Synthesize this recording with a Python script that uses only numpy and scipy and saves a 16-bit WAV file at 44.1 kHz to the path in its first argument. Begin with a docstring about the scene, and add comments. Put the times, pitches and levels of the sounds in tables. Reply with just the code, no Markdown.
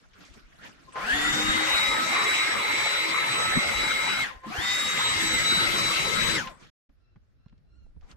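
"""Clothes and grass rustle as a cordless leaf blower is picked off a lawn; it is then run in two blasts
along a concrete path and put down. Its twelve-bladed fan whines at the blade-passing frequency over the
rush of a turbulent jet and a hoarse band of tip vortices, with fences reflecting it from all round.
Gusts thump the microphone, and in the quiet afterwards a far bird calls three times."""
import sys
import numpy as np
from scipy import signal
from scipy.io import wavfile
from scipy.ndimage import uniform_filter1d

SR = 44100
rng = np.random.default_rng(int(sys.argv[2]) if len(sys.argv) > 2 else 0)


def file_out(sig):
    """Save sig as 16-bit WAV at sys.argv[1]."""
    # one column per channel
    cols = np.atleast_2d(sig).T
    # limit, then scale
    lim = np.clip(cols, -1, 1)
    pcm = np.round(lim * 32767).astype(np.int16)
    wavfile.write(sys.argv[1], SR, pcm)


N = 359894
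TIME = np.arange(N) / SR
SIDES = np.array([[.5], [-.5]])   # splits a difference between left and right

# blasts: (trigger pulled [s], run-up ends [s], speed by then [turns/s], trigger released [s])
BLASTS = [(.92, 1.147, 288, 4.231), (4.412, 4.632, 303.5, 6.366)]
TOP_TURNS_PER_S, SETTLE_S = 326.8, .385
KICK_TURNS_PER_S, KICK_S = 95, .015   # the jolt that starts the fan
BRAKE_S, FRICTION_TURNS_PER_S = .15, 40

# base levels at full speed; each GROWTH is in dB per tenfold speed
WHINE_DB, OCTAVE_DB, WHINE_GROWTH_DB, OCTAVE_GROWTH_DB = -31, -42, 44, 68.5
TOP_DB, HUM_DB, STRUT_DB, HUM_GROWTH_DB = -59, -49, -33, 57
HOWL_DB, HOWL_GROWTH_DB, VORTEX_DB, VORTEX_GROWTH_DB = -31.5, 57, -31, 59
JET_DB, RUSH_GROWTH_DB, ROAR_GROWTH_DB, THROAT_GROWTH_DB = -22, 43.5, 39.5, 29
STALL_WHINE_DB, STALL_JET_DB, STALL_ROAR_DB = -11, -1.5, -1.5   # changes at full stall
HOARSE_DB, WHINE_FLUTTER_DB, VORTEX_SWAY_DB = 4, .6, 1.5

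# the whine beams, so it comes and goes as the blower swings: (time [s], level [dB])
WHINE_LOBES = [(0.98, -6), (1.03, 1.5), (1.1, -1), (1.16, -2.0), (1.28, 1.5), (1.34, -0.5), (1.42, 3.5),
               (1.44, -2.0), (1.5, 3.0), (1.54, -2.0), (1.64, 1.5), (1.68, -4.0), (1.72, 4.5), (1.92, 1.5),
               (1.96, -6.5), (2.1, -5.0), (2.2, 1.0), (2.26, -4.0), (2.42, 0.5), (2.48, -6.5), (2.52, -0.5),
               (2.56, -10.0), (2.7, -3.0), (2.82, -3.5), (2.98, 2.5), (3.06, -6.5), (3.22, -1.0),
               (3.24, -8.0), (3.3, -1.5), (3.46, 0.0), (3.5, -3.5), (3.56, 1.5), (3.72, -7.5), (3.78, 0.0),
               (3.9, -4.0), (3.92, 0.0), (3.96, -7.0), (4.12, -2.0), (4.22, -7.5), (4.45, -12), (4.58, -3),
               (4.64, -0.5), (4.7, 4.5), (4.84, -1.5), (4.88, 2.5), (4.96, -3.5), (5.06, 6.0), (5.16, -3.0),
               (5.26, -0.5), (5.32, 4.0), (5.42, -6.0), (5.46, 5.5), (5.5, 7.0), (5.64, 4.5), (5.68, -6.0),
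               (5.78, 4.0), (5.82, 0.5), (5.88, 4.0), (5.96, -6.0), (6.0, 0.0), (6.04, -5.0), (6.06, 1.0),
               (6.12, -4.0), (6.24, 2.0), (6.36, -1.0)]
# its side of arrival flips from lobe to lobe: (time [s], left phase lead [rad])
WHINE_PHASE = [(1.1, -2), (1.4, -3), (1.47, -2), (1.53, -2), (1.58, -1.5), (1.96, -6), (2.04, -1),
               (2.24, -1.2), (2.28, -6), (2.62, -1), (2.68, -1.8), (2.8, -1.5), (2.94, -2), (3.2, -1.2),
               (3.45, -2.5), (3.7, -2.5), (3.74, -0.2), (3.95, 1.6), (4.2, 1.5), (4.83, 0.7), (4.98, -1.84),
               (5.4, -2), (5.44, -1.5), (6.1, -1.5), (6.18, -5), (6.35, -1.5)]
# its octave beams in narrower lobes: (time [s], level [dB], left phase lead [rad])
OCTAVE_LOBES = [(1.08, -4, 2.5), (1.3, 8, 1), (1.42, 5, 4), (1.65, -0.5, 3), (1.92, -1.5, 1.5),
                (2.1, -4, 2), (2.33, 1.5, 1.2), (2.6, -4, 1.5), (2.7, -5.5, 4.5), (2.82, -1.5, 6.5),
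                (3.1, -4, 4), (3.22, -13, -2.5), (3.32, 5, -2), (3.58, 0, -1.8), (4.2, -2.5, -2),
                (4.6, -6, -1), (4.8, 8, 3), (4.97, -0.5, 1.5), (5.05, 5.5, -6), (5.38, 5, 1),
                (5.51, 0.5, -0.5), (5.6, -2, 3.5), (5.8, -0.5, 2), (6.0, -3.5, -3), (6.35, -2.5, 0.6)]
OCTAVE_PAN_DB = 2.5   # further left than the air
# thin top of the whine: (frequency [multiple of shaft rate], level [dB])
TOP_PARTIALS = [(36, 0), (37.7, -4.5)]
# once-a-turn hum, strongest with the housing side-on and near: (time [s], level [dB])
HUM_LEVELS = [(1.15, 12), (1.4, 14.5), (1.55, 15.5), (1.67, 13.5), (1.76, -7.5), (2.2, 0), (2.45, -11),
              (2.95, -6.5), (3.08, 7), (3.3, -7), (3.75, -8), (5.05, -13.5), (5.24, 10), (5.45, -1.5),
              (5.7, 7), (6.2, -6), (6.35, 9.5)]
# four-a-turn tone of the struts: (time [s], level [dB])
STRUT_LEVELS = [(1.4, -11), (1.51, 5.5), (1.62, -4), (1.77, -3), (1.86, -4), (2.03, 2.5), (2.15, -3.5),
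                (2.45, -5), (3.08, -9), (3.19, -3), (3.5, -1.5), (3.6, -9.5), (3.87, -6), (4.0, 0),
                (4.2, -23), (4.6, -16), (5.05, -6.5), (5.2, -10.5), (5.62, -0.5), (5.85, -7), (6.0, -4.5),
                (6.12, -6.5), (6.24, -4.5), (6.36, -12)]

# the strongest tip vortex locks in and lets go again: (time [s], level [dB])
HOWL_LEVELS = [(1.04, -6.0), (1.08, 9.5), (1.11, 13.0), (1.16, 7.5), (1.3, 5.0), (1.36, -8.0), (1.56, 2.0),
               (1.66, -6.0), (1.92, 5.0), (2.0, -10.5), (2.16, 2.0), (2.48, 0.0), (2.6, -13.0), (2.66, 2.0),
               (2.88, 0.5), (2.94, -7.5), (3.02, -1.5), (3.08, -9.0), (3.3, -3.5), (3.48, -13.0),
               (3.58, 2.5), (3.76, -5.5), (3.98, 0.0), (4.12, -6.0), (4.22, 2.5), (4.27, 3.0),
               (4.36, -10.0), (4.58, -5.0), (4.62, -12.0), (4.66, 5.0), (4.86, -8.0), (4.94, -1.5),
               (5.08, -9.0), (5.18, 2.5), (5.28, -5.5), (5.34, 4.5), (5.54, -4.5), (5.68, 2.5),
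               (5.86, -10.5), (5.96, -2.0), (6.02, -9.5), (6.14, -3.0), (6.32, -14.5), (6.39, 9.5),
               (6.45, 1.0), (6.52, 11.0), (6.57, 0.0)]
HOWL_MULTIPLE, HOWL_WANDER_HZ, HOWL_FLUTTER_DB = 6.55, 36, 2
# tip vortex bands: (frequency [multiple of shaft rate], width [Hz], level [dB])
VORTEX_BANDS = [(6.4, 340, -3), (7.2, 97, -10), (3.77, 58, -12.5), (3.2, 54, -16.5), (2.58, 25, -23),
                (1.72, 46, -19.5)]
# strength of all these bands together: (time [s], level [dB])
VORTEX_LEVELS = [(1.15, 1), (1.23, 1), (1.53, 1.0), (1.87, 3.0), (1.99, -4.5), (2.19, 2.0), (2.53, 1.0),
                 (2.79, 1.5), (3.19, -1.5), (3.73, -0.5), (4.11, -1.5), (4.23, -4.5), (4.62, 3.0),
                 (4.78, -1.5), (5.0, -1.5), (5.08, -3.5), (5.2, -1.0), (5.5, -2.0), (6.38, -2.0)]
# tube resonances: (frequency [Hz], width [Hz], lift [dB], change of lift at full stall [dB])
TUBE_MODES = [(742, 42, 25, -19), (1700, 170, 0, 7)]

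# the jet as the nozzle swings over the ground; roar, throat and hiss are relative to the rush:
# (time [s], rush [dB], low roar [dB], throat [dB], hiss [dB], whole blower's left minus right [dB])
JET_SWING = [(1.15, 1.5, -5, -4, -4.5, 2.8), (1.38, -.5, 3.5, -2, 0.5, 1.8), (1.6, 0.5, -1.5, -1.5, -3, 3),
             (1.8, 1.5, -5.5, -1, -3, 2.6), (1.96, -2, 3, -1.5, -2, 2), (2.35, 2.5, -7, -4, -4.5, 1),
             (2.57, -1.5, 1, -2, -5.5, 1.1), (2.8, 1, -6, -2.5, -4, .5), (3.08, -1, -4, -4, -5.5, 1.3),
             (3.4, -2, 3, 0.5, -3.5, 0.75), (3.75, -2.5, -1, -1, -2, 1.8), (4.2, -2, -1, -1, -4.5, 2.7),
             (4.38, -3, -2, -6.5, -6, 3.1), (4.66, -3.5, -3, -3, 1, 2.2), (5.0, 0, -5, -3, -2, 1.9),
             (5.35, 0, 3.5, -5, 0, 1.7), (5.87, 0, 4.5, -2.5, -0.5, 3.4), (5.97, 2.5, -6, -7, -3.5, 2.2),
             (6.13, -2, 4, -3.5, 1, 4.5), (6.35, 0.5, 1.5, -5.5, -2, 4.2)]
# jet spectrum: (frequency [Hz], relative density [dB])
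JET_SPECTRUM = [(40, -24.5), (110, -0.5), (165, -1.5), (225, 0), (320, -2.5), (400, -1.5), (550, -1),
                (670, -5), (950, 1), (1600, 5), (2900, 0), (4100, -3), (4700, -3), (7600, -9), (9500, -17),
                (12400, -16)]
IDLE_TURNS_PER_S, IDLE_DULL_DB = 200, -7   # the treble dulls below this speed, this much at standstill
# carried away and back: (time [s], distance [m], housing reflection [ratio, negative if inverted])
WALK = [(.95, 1.0, .35), (1.5, 1.3, .15), (1.85, 1.47, -.2), (2.3, 1.9, -.25), (3.05, 2.45, -.25),
        (3.35, 3.1, -.15), (4.2, 4.1, 0), (4.6, 5.6, .25), (4.85, 7.1, 0), (5.35, 3.7, 0), (5.6, 3.7, 0),
        (5.92, 2.7, 0), (6.5, 2.6, 0)]
GROUND_LAG_MS_AT_1_M, GROUND_SHARE, HOUSING_LAG_MS, ECHO_TOP_HZ = 5.0, .2, .62, 4000

# a 1042 Hz tone swells while the fan is slow, as it starts and as it slows down: (time [s], level [dB], width
# [s])
SLOW_SPEED_CHIRPS = [(.89, -48.5, 0.0074), (.972, -34.5, 0.015), (1.025, -38, 0.018), (4.322, -45, 0.01),
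                     (4.36, -56, 0.031), (4.455, -41, 0.016), (6.472, -39.5, 0.016), (6.52, -56, 0.021)]
# whistle of the drive as it starts and stops: (time [s], level [dB], width [s])
DRIVE_WHISTLES = [(.895, -69, 0.012), (.935, -55, 0.0065), (4.405, -76, 0.017), (6.556, -65, 0.02)]
DRIVE_HZ, SWITCHING_HZ, DRIVE_UNDERTONE_DB = 1042, 8080, -14

# brushing clothes and grass, and at 4.39 s the faint noisy tail of the first blast echoing in the pause:
# (time [s], level [dB], width [s])
RUSTLES_AND_TAIL = [(.02, -61.5, 0.069), (.215, -52.5, 0.037), (.29, -68, 0.049), (.37, -58, 0.039),
                    (.55, -74, 0.013), (.66, -47.5, 0.029), (.81, -56.5, 0.36), (4.39, -63.5, .05),
                    (6.635, -53, 0.029), (6.68, -65, 0.11), (7.06, -90, 0.04), (8.05, -67.5, 0.023),
                    (8.11, -54, 0.018)]
# their spectrum: (frequency [Hz], relative density [dB])
RUSTLE_SPECTRUM = [(60, -10), (150, -2), (250, -2.5), (450, -11), (600, -9), (850, -14.5), (1500, -7),
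                   (3500, -15.5), (7000, -22), (8800, -34.5), (12500, -34)]
# scuffs, knocks, the motor's starting jolt, and at 6.895 s a faint click as the sound returns after
# the dropout: (time [s], level [dB], centre [Hz], decay [s])
TRANSIENTS = [(.133, -56.5, 2400, .02), (.208, -55, 1990, .012), (.25, -53.5, 5470, 0.048),
              (.338, -56, 5500, .018), (.652, -55, 2270, 0.0078), (.923, -51, 1880, 0.009),
              (.957, -34.5, 890, 0.13), (4.437, -48, 680, 0.017), (6.472, -36.5, 1965, 0.011),
              (6.895, -68.5, 788, 0.008), (7.159, -60.5, 1090, .0075), (7.461, -60, 600, 0.006),
              (7.483, -65, 2200, 0.0037), (7.496, -67, 2180, .004), (7.525, -66, 1000, .007),
              (7.579, -73, 2600, .007), (7.822, -70, 500, 0.0046), (7.863, -66, 450, .007),
              (7.963, -68, 600, .006), (8.01, -65, 2500, 0.008), (8.02, -64.5, 650, 0.18),
              (8.113, -48.5, 3550, 0.0055)]
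# gusts and bumps on the microphone: (time [s], level [dB], centre [Hz], width [s])
THUMPS = [(.31, -41, 44.4, 0.0087), (.378, -45, 147, 0.0017), (1.14, -35, 50.7, 0.01),
          (1.3, -41, 49.6, 0.026), (1.5, -32.5, 52.7, 0.0047), (1.74, -40, 45, 0.015),
          (1.91, -44, 44.7, 0.021), (3.575, -24, 200.4, 0.01), (3.79, -40, 50, 0.017),
          (4.37, -46, 45, 0.019), (4.472, -38, 197, 0.0071), (4.502, -37, 207, 0.0127),
          (4.59, -34, 64.4, 0.0054), (6.26, -38, 176, 0.13), (7.17, -52.5, 169.3, 0.0078),
          (7.466, -43.5, 134, 0.0024), (7.535, -56.5, 165, 0.0054), (7.8, -55, 59.4, 0.057),
          (7.972, -38, 101, 0.0056)]
# breeze on the microphone, in its lulls: (time [s], level [dB])
BREEZE_LULLS = [(0.0, -64), (0.36, -69), (1.07, -65), (1.34, -56), (2.66, -72), (3.34, -65), (3.54, -54),
                (3.93, -53), (4.14, -63.5), (4.95, -63.5), (5.27, -53.5), (6.23, -51.5), (6.7, -71.5),
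                (6.91, -65), (7.07, -66), (8.02, -58.5), (8.16, -55)]
BREEZE_LIFT_DB = 7.5   # its mean level above the lulls
# breeze spectrum: (frequency [Hz], relative density [dB])
BREEZE_SPECTRUM = [(25, 10.5), (55, 7), (110, -7), (230, -14.5), (400, -25.5), (1000, -41), (4000, -52)]

# far bird calls: (start [s], length [s], top pitch [Hz], level [dB])
BIRD_CALLS = [(6.95, .27, 1352, -76), (7.33, .3, 1372, -76), (7.62, .32, 1400, -71)]
# harmonics of a call: (harmonic [number], level [dB])
BIRD_HARMONICS = [(1, -7.5), (2, -7.5), (3, -8), (4, -17)]
BIRD_RASP = .013   # share by which the pitch trembles
# faint outdoor air: (frequency [Hz], relative density [dB])
AIR_SPECTRUM = [(100, 1), (600, -2.5), (900, -12), (1400, -5.5), (2500, -14.5), (5000, -17.5),
                (7500, -36.5), (13000, -48.5)]
AIR_DB = -76.5
DROPOUT_FROM_S, DROPOUT_TO_S, ROLL_OFF_HZ, CUTOFF_HZ = 6.7, 6.892, 13200, 15300


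def fan(turns, speed):
    """Periodic forcing: twelve blades give the whine and overtones; imbalance and struts, lower tones."""
    effort, stall = decades(speed), stalled(speed)
    passes = 12 * turns
    whine_db = WHINE_DB + in_time(WHINE_LOBES)[0] + WHINE_GROWTH_DB * effort + STALL_WHINE_DB * stall
    whine_db += WHINE_FLUTTER_DB * drift(19)
    hoarse = from_db(HOARSE_DB) * stall * tone(passes, scatter=5, fade_hz=170)
    clear = tone(passes, scatter=.2, fade_hz=22, lead=in_time(WHINE_PHASE)[0])
    whine = from_db(whine_db) * (clear + hoarse)
    octave_db, octave_lead = in_time(OCTAVE_LOBES)
    octave_gain = from_db(OCTAVE_DB + octave_db + OCTAVE_PAN_DB * SIDES)
    overtones = octave_gain * tone(2 * passes, scatter=.38, fade_hz=28, lead=octave_lead)
    for multiple, db in TOP_PARTIALS:
        overtones += from_db(TOP_DB + db) * tone(multiple * turns, scatter=1.4, fade_hz=50)
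    hum = from_db(HUM_DB + in_time(HUM_LEVELS)[0]) * tone(turns, scatter=.5, fade_hz=12, lead=1.0)
    strut_gain = from_db(STRUT_DB + in_time(STRUT_LEVELS)[0])
    struts = strut_gain * tone(4 * turns, scatter=.55, fade_hz=7.8, lead=2.1)
    low_tones = from_db(HUM_GROWTH_DB * effort) * (hum + struts)
    return whine + from_db(OCTAVE_GROWTH_DB * effort) * overtones + low_tones


def shaft_speed():
    """Rotor inertia, in turns/s: a kick, a steady run-up, a creep to top speed, braking on release."""
    speed = np.zeros(N)
    for pulled, run_up_ends, reached, released in BLASTS:
        since = np.maximum(TIME - pulled, 0)
        kick = KICK_TURNS_PER_S * (1 - np.exp(-since / KICK_S))
        run_up = kick + (reached - KICK_TURNS_PER_S) * since / (run_up_ends - pulled)
        settling = np.exp(-np.maximum(TIME - run_up_ends, 0) / SETTLE_S)
        creep = TOP_TURNS_PER_S - (TOP_TURNS_PER_S - reached) * settling
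        driven = np.where(TIME < run_up_ends, run_up, creep)
        brake = np.exp(-np.maximum(TIME - released, 0) / BRAKE_S)
        speed = np.maximum(speed, (driven + FRICTION_TURNS_PER_S) * brake - FRICTION_TURNS_PER_S)
    return speed


def turns_made(speed):
    """Phase is the integral of speed; while the blades stall, their pitch breaks up."""
    break_up = .06 * stalled(speed) * drift(250)
    return np.cumsum(speed * (1 + .0005 * drift(5.8) + break_up)) / SR


def stalled(speed):
    """Blade stall: 0 at steady speed, 1 under the hardest braking, a little in a fast run-up."""
    acceleration = np.gradient(speed) * SR
    stall = np.maximum(-acceleration / 1500, (acceleration - 200) / 2500)
    return uniform_filter1d(np.clip(stall, 0, 1), size=900)


def decades(speed):
    """Speed in powers of ten, 0 at the top: by a power law, flow noise in dB grows in proportion."""
    return np.log10(np.maximum(speed / TOP_TURNS_PER_S, 1e-3))


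def howl(turns, speed):
    """Lock-in: one tip vortex sings with the shaft, clear on the way up, wavering near top speed."""
    unrest = (speed / TOP_TURNS_PER_S) ** 8
    cycles = HOWL_MULTIPLE * turns + np.cumsum(unrest * HOWL_WANDER_HZ * drift(16)) / SR
    flutter_db = unrest * HOWL_FLUTTER_DB * (drift(28) - .5)
    gain = from_db(HOWL_DB + in_time(HOWL_LEVELS)[0] + HOWL_GROWTH_DB * decades(speed) + flutter_db)
    lead = -1.4 + 1.1 * unrest * drift(3)
    return gain * tone(cycles, scatter=.3 + .45 * unrest, fade_hz=45, lead=lead)


def vortices(turns, speed):
    """Uneven vortex shedding: hoarse bands follow the shaft speed and flare in the tube's resonances."""
    bands, stall = 0, stalled(speed)
    for multiple, width_hz, db in VORTEX_BANDS:
        unsteady = stereo_drift(width_hz * .44) + 1j * stereo_drift(width_hz * .61)
        unsteady /= (np.abs(unsteady) + .039) ** .13   # strength saturates, timing stays loose
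        shedding = np.real(unsteady * np.exp(2j * np.pi * multiple * turns))
        tube_db = sum((lift_db + stall_db * stall) / (1 + ((multiple * speed - hz) / width) ** 2)
                      for hz, width, lift_db, stall_db in TUBE_MODES)
        bands += from_db(db + tube_db + VORTEX_SWAY_DB * drift(13)) * shedding
    return bands * from_db(VORTEX_DB + in_time(VORTEX_LEVELS)[0] + VORTEX_GROWTH_DB * decades(speed))


def jet(speed, rush_db, roar_db, throat_db, hiss_db):
    """Turbulence: broadband noise, louder and brighter with speed, its colour shifting with the swing."""
    rush, effort, stall = 0, decades(speed), stalled(speed)
    roar_db = roar_db + STALL_ROAR_DB * stall   # the low roar collapses first
    for hz, noise in noise_bands(JET_SPECTRUM):
        low = np.interp(np.log(hz), np.log([330, 800]), [1, 0])
        middle = np.interp(np.log(hz), np.log([410, 790, 1280, 2500]), [0, 1, 1, 0])
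        high = np.interp(np.log(hz), np.log([3200, 5200]), [0, 1])
        rest = 1 - low - middle
        growth_db = low * ROAR_GROWTH_DB + middle * THROAT_GROWTH_DB + rest * RUSH_GROWTH_DB
        swing_db = rush_db + low * roar_db + middle * throat_db + high * hiss_db
        dull_db = IDLE_DULL_DB * np.maximum(1 - speed / IDLE_TURNS_PER_S, 0) * rest
        eddies_db = (2.11 + 2.33 * low + 2.3 * middle) * drift(11.9)
        rush += noise * from_db(JET_DB + growth_db * effort + swing_db + dull_db + eddies_db)
    return rush * from_db(STALL_JET_DB * stall)


def reflected(direct):
    """Comb filtering: ground and housing add short dull echoes, and the comb sweeps with distance."""
    def delayed(ms):
        return np.array([np.interp(TIME - ms / 1000, TIME, side) for side in direct])

    distance_m, housing_share = in_time(WALK)
    ground = GROUND_SHARE * delayed(GROUND_LAG_MS_AT_1_M / distance_m)
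    housing = housing_share * delayed(HOUSING_LAG_MS)
    return direct + low_pass(ground + housing, ECHO_TOP_HZ, order=1)


def drive():
    """Fixed pitches: a 1042 Hz tone with its undertone swells while the fan is slow, and the drive whistles as
    it starts and stops."""
    chirp = tone(DRIVE_HZ * TIME, scatter=.48, fade_hz=45)
    undertone = from_db(DRIVE_UNDERTONE_DB) * tone(DRIVE_HZ / 2 * TIME, scatter=.306, fade_hz=44.8)
    whistle = tone(SWITCHING_HZ * TIME, scatter=1.5, fade_hz=109)
    return swells(SLOW_SPEED_CHIRPS) * (chirp + undertone) + swells(DRIVE_WHISTLES) * whistle


def rustle_and_tail():
    """Friction: tiny slips of cloth and grass hiss; one swell of that noise is the first blast's tail."""
    grain = rms_one(from_db(.44 * drift(140)))
    return swells(RUSTLES_AND_TAIL) * grain * patchy_noise(RUSTLE_SPECTRUM, patchy_db=3.5, rate_hz=21)


def transients():
    """Damped transients: each scuff, knock, jolt or click is noise that starts suddenly and dies away."""
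    return low_pass(puffs(TRANSIENTS, knock, spread=1.85, shared=.78), hz=7040, order=4)


def wind():
    """Pressure fluctuations at the microphone: a rumbling breeze, and the thumps of gusts and bumps."""
    rumble = patchy_noise(BREEZE_SPECTRUM, patchy_db=6.5, rate_hz=5.4)
    breeze = from_db(in_time(BREEZE_LULLS)[0] + BREEZE_LIFT_DB) * rumble
    return breeze + puffs(THUMPS, swell, spread=1.29, shared=1.0)


def bird():
    """A harmonic series with strong overtones gives nasal calls, each a shallow arch in pitch."""
    pitch, gain = np.zeros(N), np.zeros(N)
    for start, length, hz, db in BIRD_CALLS:
        along = (TIME - start) / length
        arch = np.sin(np.pi * np.clip(along, 0, 1))
        pitch = np.where(along > 0, hz * (.94 + .06 * arch), pitch)
        gain += from_db(db) * arch ** 2
    cycles = np.cumsum(pitch * (1 + BIRD_RASP * drift(58))) / SR
    return gain * sum(from_db(db) * tone(k * cycles, scatter=1.56, fade_hz=35)
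                      for k, db in BIRD_HARMONICS)


def outdoor_air():
    """Ambient noise floor: faint, steady and strongest in the bass."""
    return from_db(AIR_DB) * rms_one(sum(noise for hz, noise in noise_bands(AIR_SPECTRUM)))


def tone(cycles, scatter, fade_hz, lead=.82):
    """Interference of a direct tone, its left side ahead by lead radians, with shifting echoes; rms 1."""
    direct = np.exp(1j * (lead * SIDES + .15 * stereo_drift(1.5)))
    echoes = scatter * (stereo_drift(fade_hz) + 1j * stereo_drift(fade_hz)) / np.sqrt(2)
    return rms_one(np.real((direct + echoes) * np.exp(2j * np.pi * cycles)))


def puffs(rows, envelope, spread, shared):
    """Partial coherence: bursts of band noise, partly alike on the two sides."""
    white = rng.standard_normal((2, N)) + shared * rng.standard_normal(N)
    return sum(from_db(db) * envelope(s, length) * rms_one(band(white, hz / spread, hz * spread))
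               for s, db, hz, length in rows)


def patchy_noise(spectrum, patchy_db, rate_hz):
    """Random amplitude modulation: coloured stereo noise whose bands flicker; rms 1."""
    return rms_one(sum(noise * from_db(patchy_db * drift(rate_hz)) for hz, noise in noise_bands(spectrum)))


def noise_bands(spectrum):
    """Spectral shaping: yields (centre [Hz], stereo noise) in near third octaves, wider in the bass."""
    hz, db = np.transpose(spectrum)
    edges = np.r_[22, 45, 80, np.geomspace(125, 13000, 23)]
    white = rng.standard_normal((2, 2, N))
    for k, (low, high) in enumerate(zip(edges, edges[1:])):
        centre = np.sqrt(low * high)
        gain = from_db(np.interp(np.log(centre), np.log(hz), db))
        yield centre, gain * band(white[k % 2], low, high)


def drift(rate_hz):
    """Low-passed Gaussian noise: a smooth random curve of spread 1."""
    pole = np.exp(-32 * np.pi * rate_hz / SR)
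    white = rng.standard_normal(N // 16 + 4002)
    slow = signal.lfilter([1], [1, -2 * pole, pole * pole], white)[4000:]
    return np.interp(np.arange(N) / 16, np.arange(len(slow)), rms_one(slow))


def stereo_drift(rate_hz):
    """Uncorrelated drift on the two sides."""
    return np.array([drift(rate_hz), drift(rate_hz)])


def swell(s, width):
    """Gaussian envelope of height 1."""
    return np.exp(-.5 * np.minimum(((TIME - s) / width) ** 2, 100))


def swells(rows):
    """Superposed swells from rows of (time [s], level [dB], width [s])."""
    return sum(from_db(db) * swell(s, width) for s, db, width in rows)


def knock(s, decay):
    """Exponential decay from a sudden start."""
    return (TIME >= s) * np.exp(-np.clip((TIME - s) / decay, 0, 40))


def band(x, low, high):
    """Band-pass filter, edges in Hz."""
    sections = signal.butter(2, [low, min(high, .45 * SR)], "band", fs=SR, output="sos")
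    return signal.sosfilt(sections, x)


def low_pass(x, hz, order):
    """Low-pass filter."""
    return signal.sosfilt(signal.butter(order, hz, fs=SR, output="sos"), x)


def in_time(rows):
    """Linear interpolation of each column at every sample."""
    times, *columns = np.transpose(rows)
    return [np.interp(TIME, times, column) for column in columns]


def from_db(db):
    """Decibels to gain."""
    return 10 ** (np.asarray(db) / 20)


def rms_one(x):
    """Scale to rms 1."""
    return x / np.sqrt(np.mean(x ** 2) + 1e-20)


def scene():
    """Superposition: the blower, a little to the left, with wind, handling and bird around it."""
    speed = shaft_speed()
    turns = turns_made(speed)
    rush_db, roar_db, throat_db, hiss_db, pan_db = in_time(JET_SWING)
    airflow = vortices(turns, speed) + jet(speed, rush_db, roar_db, throat_db, hiss_db)
    blower = fan(turns, speed) + howl(turns, speed) + reflected(airflow) + drive()
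    around = wind() + transients() + rustle_and_tail() + bird() + outdoor_air()
    return blower * from_db(pan_db * SIDES) + around


def record(dry):
    """Gating and band limiting: the sound drops out briefly; the top octave rolls off and is cut."""
    silent = (TIME > DROPOUT_FROM_S) & (TIME < DROPOUT_TO_S)
    gate = 1 - uniform_filter1d(silent.astype(float), size=150)
    soft = low_pass(dry * gate + 1e-9, ROLL_OFF_HZ, order=6)
    return signal.sosfilt(signal.ellip(10, .1, 80, CUTOFF_HZ, fs=SR, output="sos"), soft)


dry = scene()
out = record(dry)
file_out(out)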